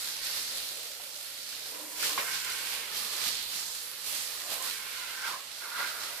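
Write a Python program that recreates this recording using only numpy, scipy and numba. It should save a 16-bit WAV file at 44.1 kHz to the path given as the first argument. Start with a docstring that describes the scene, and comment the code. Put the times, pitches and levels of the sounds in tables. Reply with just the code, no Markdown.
"""Shower head over a bathtub

A hand-held shower head is swung over a bathtub with a rubber mat, close to a phone's microphone.
Noise made of random drops hisses in half-octave bands and swells as the jets sweep past; short spurts spit out.
The same kind of noise drums in the tub modes nearest the wetted spot, and noise bursts and blunt pushes make
the hose knock on the wall. Noise in two resonances hums as the head swings round; a drifting sine whines faintly."""
import sys
import numpy as np
from scipy import signal
from scipy.fft import rfft, irfft, next_fast_len
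from scipy.io import wavfile
from scipy.ndimage import uniform_filter1d
from numba import njit

SR = 44100
rng = np.random.default_rng(int(sys.argv[2]) if len(sys.argv) > 2 else 0)


def transcribe(signal):
    """Save signal, clipped to [-1, 1], as a 16-bit WAV file at the path in sys.argv[1]."""
    frames = np.atleast_2d(signal).T
    limited = np.clip(frames, -1, 1)
    pcm = np.round(limited * 32767).astype(np.int16)
    wavfile.write(sys.argv[1], SR, pcm)


N = 273420


def undb(db):
    """Amplitude ratio of a level in dB."""
    return 10 ** (np.asarray(db) / 20)


def unit(x):
    """Scale to an RMS of 1 over all channels."""
    return x / np.sqrt(np.mean(x ** 2))


def curves(table):
    """Columns of a table joined by straight lines in time."""
    s, *columns = np.transpose(table)
    return [np.interp(np.arange(N) / SR, s, column) for column in columns]


def on_log(table, hz):
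    """Read a table of (Hz, value) along a logarithmic frequency axis."""
    table_hz, values = np.transpose(table)
    return np.interp(np.log(hz), np.log(table_hz), values)


@njit
def svf(x, hz, width):
    """State-variable band-pass, gain 1 at a centre that may move."""
    y, band, low = np.empty(len(x)), 0., 0.
    for i in range(len(x)):
        g, damping = np.tan(np.pi * hz[i] / SR), width / hz[i]
        v = (band + g * (x[i] - low)) / (1 + g * (g + damping))
        band, low, y[i] = 2 * v - band, low + 2 * g * v, damping * v
    return y


def ring(x, hz, width):
    """The same resonance on both channels."""
    return np.array([svf(channel, hz * np.ones(len(channel)), 1. * width) for channel in x])


def walk(rate):
    """Random levels held 1 / rate s and slewed twice; spread near 1."""
    hold = int(SR / rate)
    steps = np.repeat(rng.standard_normal(N // hold + 1), hold)
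    return 1.48 * uniform_filter1d(uniform_filter1d(steps, hold), hold)[:N]


def bumps(table):
    """Power of each event on a millisecond grid: up to its peak and down again, straight in dB."""
    s, peak_db, rise_s, fall_s = np.transpose(table)[:4, :, None]
    late = np.arange(0, N / SR + .001, .001) - s
    drop_db = 10 * np.where(late < 0, -late / rise_s, late / fall_s)
    return undb(2 * (peak_db - drop_db))


def smooth(x):
    """From the millisecond grid to samples."""
    return np.interp(np.arange(N) / SR, np.arange(len(x)) * .001, x)


def blend(level_db, colour, events):
    """Events add their power to an underlying sound; the louder one sets the colour (pitch or treble)."""
    power, bump = undb(2 * level_db), bumps(events)
    total = power + smooth(bump.sum(axis=0))
    event_colour = smooth(np.transpose(events)[4] @ bump)
    return 10 * np.log10(total), (power * colour + event_colour) / total


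# How alike the two sides of the microphone hear the water.
# Each row: frequency in Hz, shared part of the power from 0 to 1.
STEREO_LIKENESS = [(125, .05), (250, .42), (1200, .42), (2200, .1), (5000, .02)]


def pair(own, shared, hz):
    """Left and right share part of their sound, more in the low middle."""
    likeness = np.clip(on_log(STEREO_LIKENESS, hz), 0, 1)
    return np.sqrt(1 - likeness) * own + np.sqrt(likeness) * shared


def water(per_s, spread_db, tail_s, drop_db):
    """Single drops, each a short noise burst, over the blur of countless fine ones: left, right, shared."""
    chance = rng.random((2, N))
    # the nozzles limit the size
    size_db = np.minimum(-spread_db * np.log(1 - chance[1]), 4 * spread_db)
    hits = (chance[0] < per_s / SR) * undb(2 * size_db)
    decay = np.exp(-2 * np.log(1000) / (tail_s * SR))  # 60 dB down after tail_s
    power = signal.lfilter([1], [1, -decay], hits)
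    return rng.standard_normal((3, N)) * np.sqrt(1 + undb(2 * drop_db) * power / power.mean())


# The spray between swells, landing close to the microphone.
# Each row: time in seconds, level in dB, lift of the treble in dB, lift of the middle in dB, left minus right in dB.
SPRAY_BETWEEN_SWELLS = [(0, -34, 3.5, 0, -4), (.3, -37, 1, 1.5, -4.5), (.55, -35.5, 1.5, -0.5, -3.5),
                        (1.0, -40.5, 4, 0.5, -5), (1.5, -41.5, 5, 0.5, -5), (1.88, -44.5, 12, 3.5, -4),
                        (2.23, -39, 13, 2.5, -4), (2.8, -36, 2.5, 4.5, -5.5), (3.1, -39.5, -2, 1.5, -5.5),
                        (3.48, -38.5, 5, 0, -6), (3.75, -38, 5, 2.5, -5.5), (4.0, -42, 5, 1, -6.5),
                        (4.47, -47.5, 20, 4, -6), (4.7, -41, 3.5, 5, -6), (4.95, -39, 2.5, 5, -5.5),
                        (5.3, -39, 3, 3, -5), (5.5, -41.5, 1, 4, -5), (5.72, -42.5, 5, 2, -5.5),
                        (6.2, -41.5, 10, 4, -5)]
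# Swells as the jets sweep past; rise and fall are the times over 10 dB.
# Each row: peak time in seconds, peak level in dB, rise in seconds, fall in seconds, lift of the treble in dB.
SWEEP_SWELLS = [(.25, -35.5, .04, 0.16, 8), (.37, -33.5, 0.11, 0.17, 2), (.57, -37.5, 0.044, 0.36, 5),
                (1.68, -37.5, 0.39, 0.16, -0.5), (2.05, -27, 0.067, 0.12, 2.5), (2.35, -30, 0.076, 0.08, 0),
                (2.5, -34, 0.061, 0.18, -3), (2.7, -35.5, 0.08, 0.31, 1), (2.97, -32.5, 0.056, 0.2, 3.5),
                (3.13, -35.5, 0.032, .08, 4), (3.28, -28, 0.13, 0.11, 1.5), (3.39, -31.5, 0.12, 0.12, -1),
                (3.53, -32.5, 0.049, 0.076, -1.5), (3.595, -33, 0.084, 0.078, 1),
                (4.07, -35.5, 0.029, 0.25, 6), (4.16, -33.5, 0.12, 0.41, 2), (4.52, -33.5, 0.036, 0.22, 3),
                (4.64, -34.5, 0.025, 0.12, 6), (5.28, -35.5, 0.047, 0.075, 1), (5.8, -35, 0.082, 0.24, 0),
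                (6.02, -36.5, 0.027, 0.19, -0.5)]
# Underlying colour of the hiss before the lifts. Each row: frequency in Hz, relative density in dB per Hz.
HISS_COLOUR = [(20, -11.5), (332, -15), (516, -16.5), (572, -17.5), (843, -9.5), (1040, -11), (2080, -5),
               (2310, -4.5), (3300, -1), (4250, 3), (5150, 0), (6340, -5), (12400, -8), (14500, -8)]
SWELL_LOW_DB, SWELL_BASS_DB = -1, -2  # a swell is lighter in the middle and in the bass


def spray():
    """Half-octave bands of spatter; swells add to the underlying spray with their own colour."""
    between_db, treble_db, low_db, pan_db = curves(SPRAY_BETWEEN_SWELLS)
    total_db, mist_db = blend(between_db, treble_db, SWEEP_SWELLS)
    swell_share = 1 - undb(2 * (between_db - total_db))
    splash_db = low_db + SWELL_LOW_DB * swell_share
    size = next_fast_len(N)
    f = np.maximum(np.arange(size // 2 + 1) * SR / size, 1)
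    source = rfft(water(per_s=500.0, spread_db=5.0, tail_s=0.022, drop_db=-8.5), size)
    source = pair(source[:2], source[2], f) * undb(on_log(HISS_COLOUR, f))
    out = 0
    surge_db = 0.65 * walk(14.)  # the jets sputter together
    for hz in 15 * 2 ** (np.arange(22) / 2):
        overlap = np.clip(1 - 2 * np.abs(np.log2(f / hz)), 0, 1)
        band = irfft(source * overlap, size)[:, :N]
        middle = np.clip(np.log2(3700 / hz) / .5, 0, 1) * np.clip(np.log2(hz / 250), 0, 1)
        high = np.clip(np.log2(hz / 5200) / 0.68, 0, 1)
        colour_db = middle * splash_db + high * mist_db
        bass_db = (hz < 100) * SWELL_BASS_DB * swell_share
        flicker_db = 1.01 * walk(12.)
        out = out + band * undb(colour_db + bass_db + surge_db + flicker_db)
    return unit(out) * undb(total_db + np.array([pan_db, -pan_db]) / 2)


def near(hz, centre_hz, octaves):
    """Modes close to the struck spot's own pitch ring most."""
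    return np.exp(-.5 * (np.log2(hz / centre_hz) / octaves) ** 2)


def panel(source, modes, spot_hz, octaves, flicker_db):
    """The modes near the wetted spot, at an even total level before each one flickers."""
    weights = np.array([undb(db) * near(f, spot_hz, octaves) for f, w, db in modes]) + 1e-9
    weights = weights / np.sqrt(np.sum(weights ** 2, axis=0))
    out = 0
    for weight, (f, w, db) in zip(weights, modes):
        out = out + weight * undb(flicker_db * walk(12.0)) * unit(ring(source, f, w))
    return out


# Modes of the tub wall and of its floor. Each row: frequency in Hz, width in Hz, relative level in dB.
TUB_WALL_MODES = [(964, 43, -4), (1045, 54, 11), (1188, 260, 4), (1416, 84, -11.5), (1556, 47, -13.5),
                  (1822, 240, 8)]
TUB_FLOOR_MODES = [(468, 28, -1.5), (532, 39, -2), (584, 35, 2.5), (670, 130, 13.5)]
# Drumming on the wall between rolls, changing in level and pitch as the jets move.
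# Each row: time in seconds, gain in dB, pitch of the wetted spot in Hz, gain of the side tones in dB.
WALL_DRUMMING = [(0, -60, 1470, -10), (.45, -71, 1320, -6), (1.9, -72, 1070, -2), (2.2, -49.5, 1140, -7),
                 (2.3, -52.5, 1530, -2.5), (2.82, -53.5, 1530, 2.5), (2.98, -54, 1160, -3),
                 (3.26, -54, 1205, -5), (3.4, -71, 1330, 4), (4.47, -57.5, 1150, -3.5),
                 (4.64, -50.5, 1050, -6), (4.72, -53.5, 1570, 1.5), (5.07, -53, 1416, 2),
                 (5.19, -46.5, 1545, -9), (5.4, -70, 1000, -4), (5.59, -61, 1450, -9),
                 (5.95, -50, 1420, -10), (6.2, -60, 1380, 1)]
# The tub floor under the jets. Each row: time in seconds, gain in dB, pitch of the wetted spot in Hz.
FLOOR_DRUMMING = [(0, -64, 540), (.35, -61, 534), (.8, -55.5, 508), (1.0, -60, 540), (2.0, -69, 500),
                  (2.41, -62, 516), (3.13, -56.5, 513), (3.71, -66.5, 504), (4.4, -58.5, 567),
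                  (4.75, -62.5, 455), (5.0, -64, 557), (5.56, -62, 620), (6.2, -55, 620)]
# Rolls as the jets rake across the tub, on the floor under 750 Hz; rise and fall are the times over 10 dB.
# Each row: peak time in seconds, peak gain in dB, rise in seconds, fall in seconds, pitch in Hz.
RAKING_ROLLS = [(.26, -50, 0.097, 0.083, 1540), (1.77, -53.5, 0.16, 0.24, 517),
                (2.05, -49.5, 0.085, 0.2, 500), (2.11, -49, 0.038, 0.034, 1080),
                (2.295, -41.5, 0.043, 0.031, 1550), (2.345, -41.5, 0.028, 0.035, 1550),
                (2.47, -46, 0.05, 0.13, 1500), (4.51, -46, 0.045, 0.086, 620),
                (5.261, -39, 0.041, 0.066, 1504), (5.295, -45.5, 0.027, 0.048, 1210),
                (5.335, -45.5, 0.08, 0.054, 960), (5.63, -46.5, 0.02, 0.58, 1350),
                (5.805, -34.5, 0.051, 0.037, 1390), (5.845, -40, 0.04, 0.091, 1505)]
# Tones of the hollow beside the main one. 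Each row: ratio to its pitch, width in Hz, relative level in dB.
HOLLOW_SIDE_TONES = [(0.701, 45, -4.5), (1.41, 70, -0.5)]
# the hollow under the jets, gliding with the wetted spot; its wander is a fraction of the pitch
HOLLOW_WIDTH_HZ, HOLLOW_DB, HOLLOW_WANDER = 73, -5, .022


def drumming():
    """Longer, more even drops drum on the wall and the floor of the tub, in its modes and a gliding hollow."""
    level_db, spot_hz, side_db = curves(WALL_DRUMMING)
    wall_rolls = [roll for roll in RAKING_ROLLS if roll[4] >= 750]
    floor_rolls = [roll for roll in RAKING_ROLLS if roll[4] < 750]
    wall_db, wall_hz = blend(level_db, spot_hz, wall_rolls)
    floor_db, floor_hz = blend(*curves(FLOOR_DRUMMING), floor_rolls)
    source = water(per_s=260.0, spread_db=1.0, tail_s=0.077, drop_db=-9.0)
    source = pair(source[:2], source[2], 1100)
    hollow_hz = wall_hz * (1 + HOLLOW_WANDER * walk(15.))
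    hollow = undb(HOLLOW_DB) * unit(ring(source, hollow_hz, HOLLOW_WIDTH_HZ))
    sides = 0
    for ratio, w, db in HOLLOW_SIDE_TONES:
        sides = sides + undb(db + side_db) * unit(ring(source, ratio * hollow_hz, w))
    wall = panel(source, TUB_WALL_MODES, wall_hz, octaves=.12, flicker_db=1.) + sides + hollow
    floor = panel(source, TUB_FLOOR_MODES, floor_hz, octaves=0.16, flicker_db=1.2)
    return wall * undb(wall_db) + floor * undb(floor_db)


WHINE_HZ, WHINE_DB, WHINE_WANDER = 1382, -69, .003  # from inside the head; wander is a fraction of the pitch


def whine():
    """A faint thin sine whose pitch drifts a little at random."""
    hz = WHINE_HZ * (1 + WHINE_WANDER * walk(0.99))
    return np.sqrt(2) * undb(WHINE_DB) * np.sin(2 * np.pi * np.cumsum(hz) / SR)


# Single spurts that spit out of the hiss, close to the microphone.
# Each row: start in seconds, peak level before panning in dB, pitch in Hz.
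SPITTING_SPURTS = [(.572, -26, 8000), (2.448, -21.5, 7000), (2.501, -26, 11000), (2.521, -29, 6500),
                   (4.625, -23, 8000)]
SPURT_TAIL_S = .012  # time to fall 60 dB


def spurts():
    """Each spurt is a short spit of noise around its pitch, on the side of the spray."""
    out, t = np.zeros((2, N)), np.arange(SR // 20) / SR
    pan_db = curves(SPRAY_BETWEEN_SWELLS)[3]
    for s, db, hz in SPITTING_SPURTS:
        noise = rng.standard_normal((3, len(t)))
        burst = (2 * noise[2] + noise[:2]) * np.exp(-np.log(1000) * t / SPURT_TAIL_S)
        spit = ring(burst, hz, .5 * hz)
        i = int(s * SR)
        side_db = np.array([[pan_db[i]], [-pan_db[i]]]) / 2
        out[:, i:i + len(t)] += spit / np.abs(spit).max() * undb(db + side_db)
    return out


def early(x):
    """Scale to an RMS of 1 over the first 10 ms."""
    return x / np.sqrt(np.mean(x[:, :SR // 100] ** 2))


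# The hose knocking on the wall.
# Each row: start in seconds, level of the first 10 ms before panning in dB, centre of the modes that ring in Hz,
# tail of the burst in seconds, crack against the ringing in dB, thud against the rattle in dB.
HOSE_KNOCKS = [(0.999, -50, 804, 0.17, -15, 0), (1.528, -50, 1540, 0.061, -11, 3),
               (1.744, -44.5, 940, 0.16, -10, -14), (2.031, -33.5, 1430, 0.092, 11, -1),
               (2.177, -28, 1070, 0.28, -3.5, -2.5)]
BLOW_S = 0.00032  # contact time of a knock


def knocks():
    """A blunt thud, then a dense rattle that dies away in the tub's modes, with a bright crack."""
    out, t = np.zeros((2, N)), np.arange(SR // 3) / SR
    for s, db, hz, tail_s, crack_db, thud_db in HOSE_KNOCKS:
        noise = rng.standard_normal((3, len(t)))
        envelope = np.exp(-np.log(1000) * t / tail_s) * np.minimum(t / .003, 1)
        burst = (noise[2] + 1.9 * noise[:2]) * envelope
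        push = np.sin(np.pi * np.minimum(t / BLOW_S, 1)) * np.ones((2, 1))
        thud = ring(ring(push, hz, 0.31 * hz), hz, 0.31 * hz)
        body = 0
        for f, w, mode_db in [*TUB_WALL_MODES, *TUB_FLOOR_MODES]:
            body = body + undb(mode_db) * near(f, hz, 0.69) * ring(burst, f, 1.8 * w)
        crack = unit(ring(ring(burst, 2000, 2400), 2100, 2600))
        rattle = unit(body) + undb(crack_db) * crack
        i = int(s * SR)
        out[:, i:i + len(t)] += undb(db) * early(early(rattle) + undb(thud_db) * early(thud))
    return out


# A low hum while the head swings round. Each row: time in seconds, gain in dB.
SWING_HUM = [(1.72, -64), (1.75, -58), (2.16, -62.5)]
# Its resonances. Each row: frequency in Hz, width in Hz, relative level in dB.
HUM_RESONANCES = [(307, 10.6, 3.5), (990, 47, 3)]


def hum():
    """Noise in two narrow resonances, the lower one slightly stronger."""
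    noise = rng.standard_normal((3, N))
    s, level_db = np.transpose(SWING_HUM)
    body = 0
    for f, w, db in HUM_RESONANCES:
        body = body + undb(db) * unit(ring(pair(noise[:2], noise[2], f), f, w))
    return body * undb(np.interp(np.arange(N) / SR, s, level_db, -120, -120))


TUB_PAN_DB = -3.5  # left minus right


def scene():
    """The tub, hose and head lean to the right; the spray and spurts follow their own panning."""
    tub = drumming() + whine() + knocks() + hum()
    tub = tub * undb(np.array([[TUB_PAN_DB], [-TUB_PAN_DB]]) / 2)
    return spray() + spurts() + tub


TOP_HZ = 14600


def record(dry):
    """A steep elliptic low-pass leaves the sound without treble above 14.6 kHz."""
    return signal.sosfilt(signal.ellip(14, .2, 75, TOP_HZ, fs=SR, output="sos"), dry)


dry = scene()
out = record(dry)
transcribe(out)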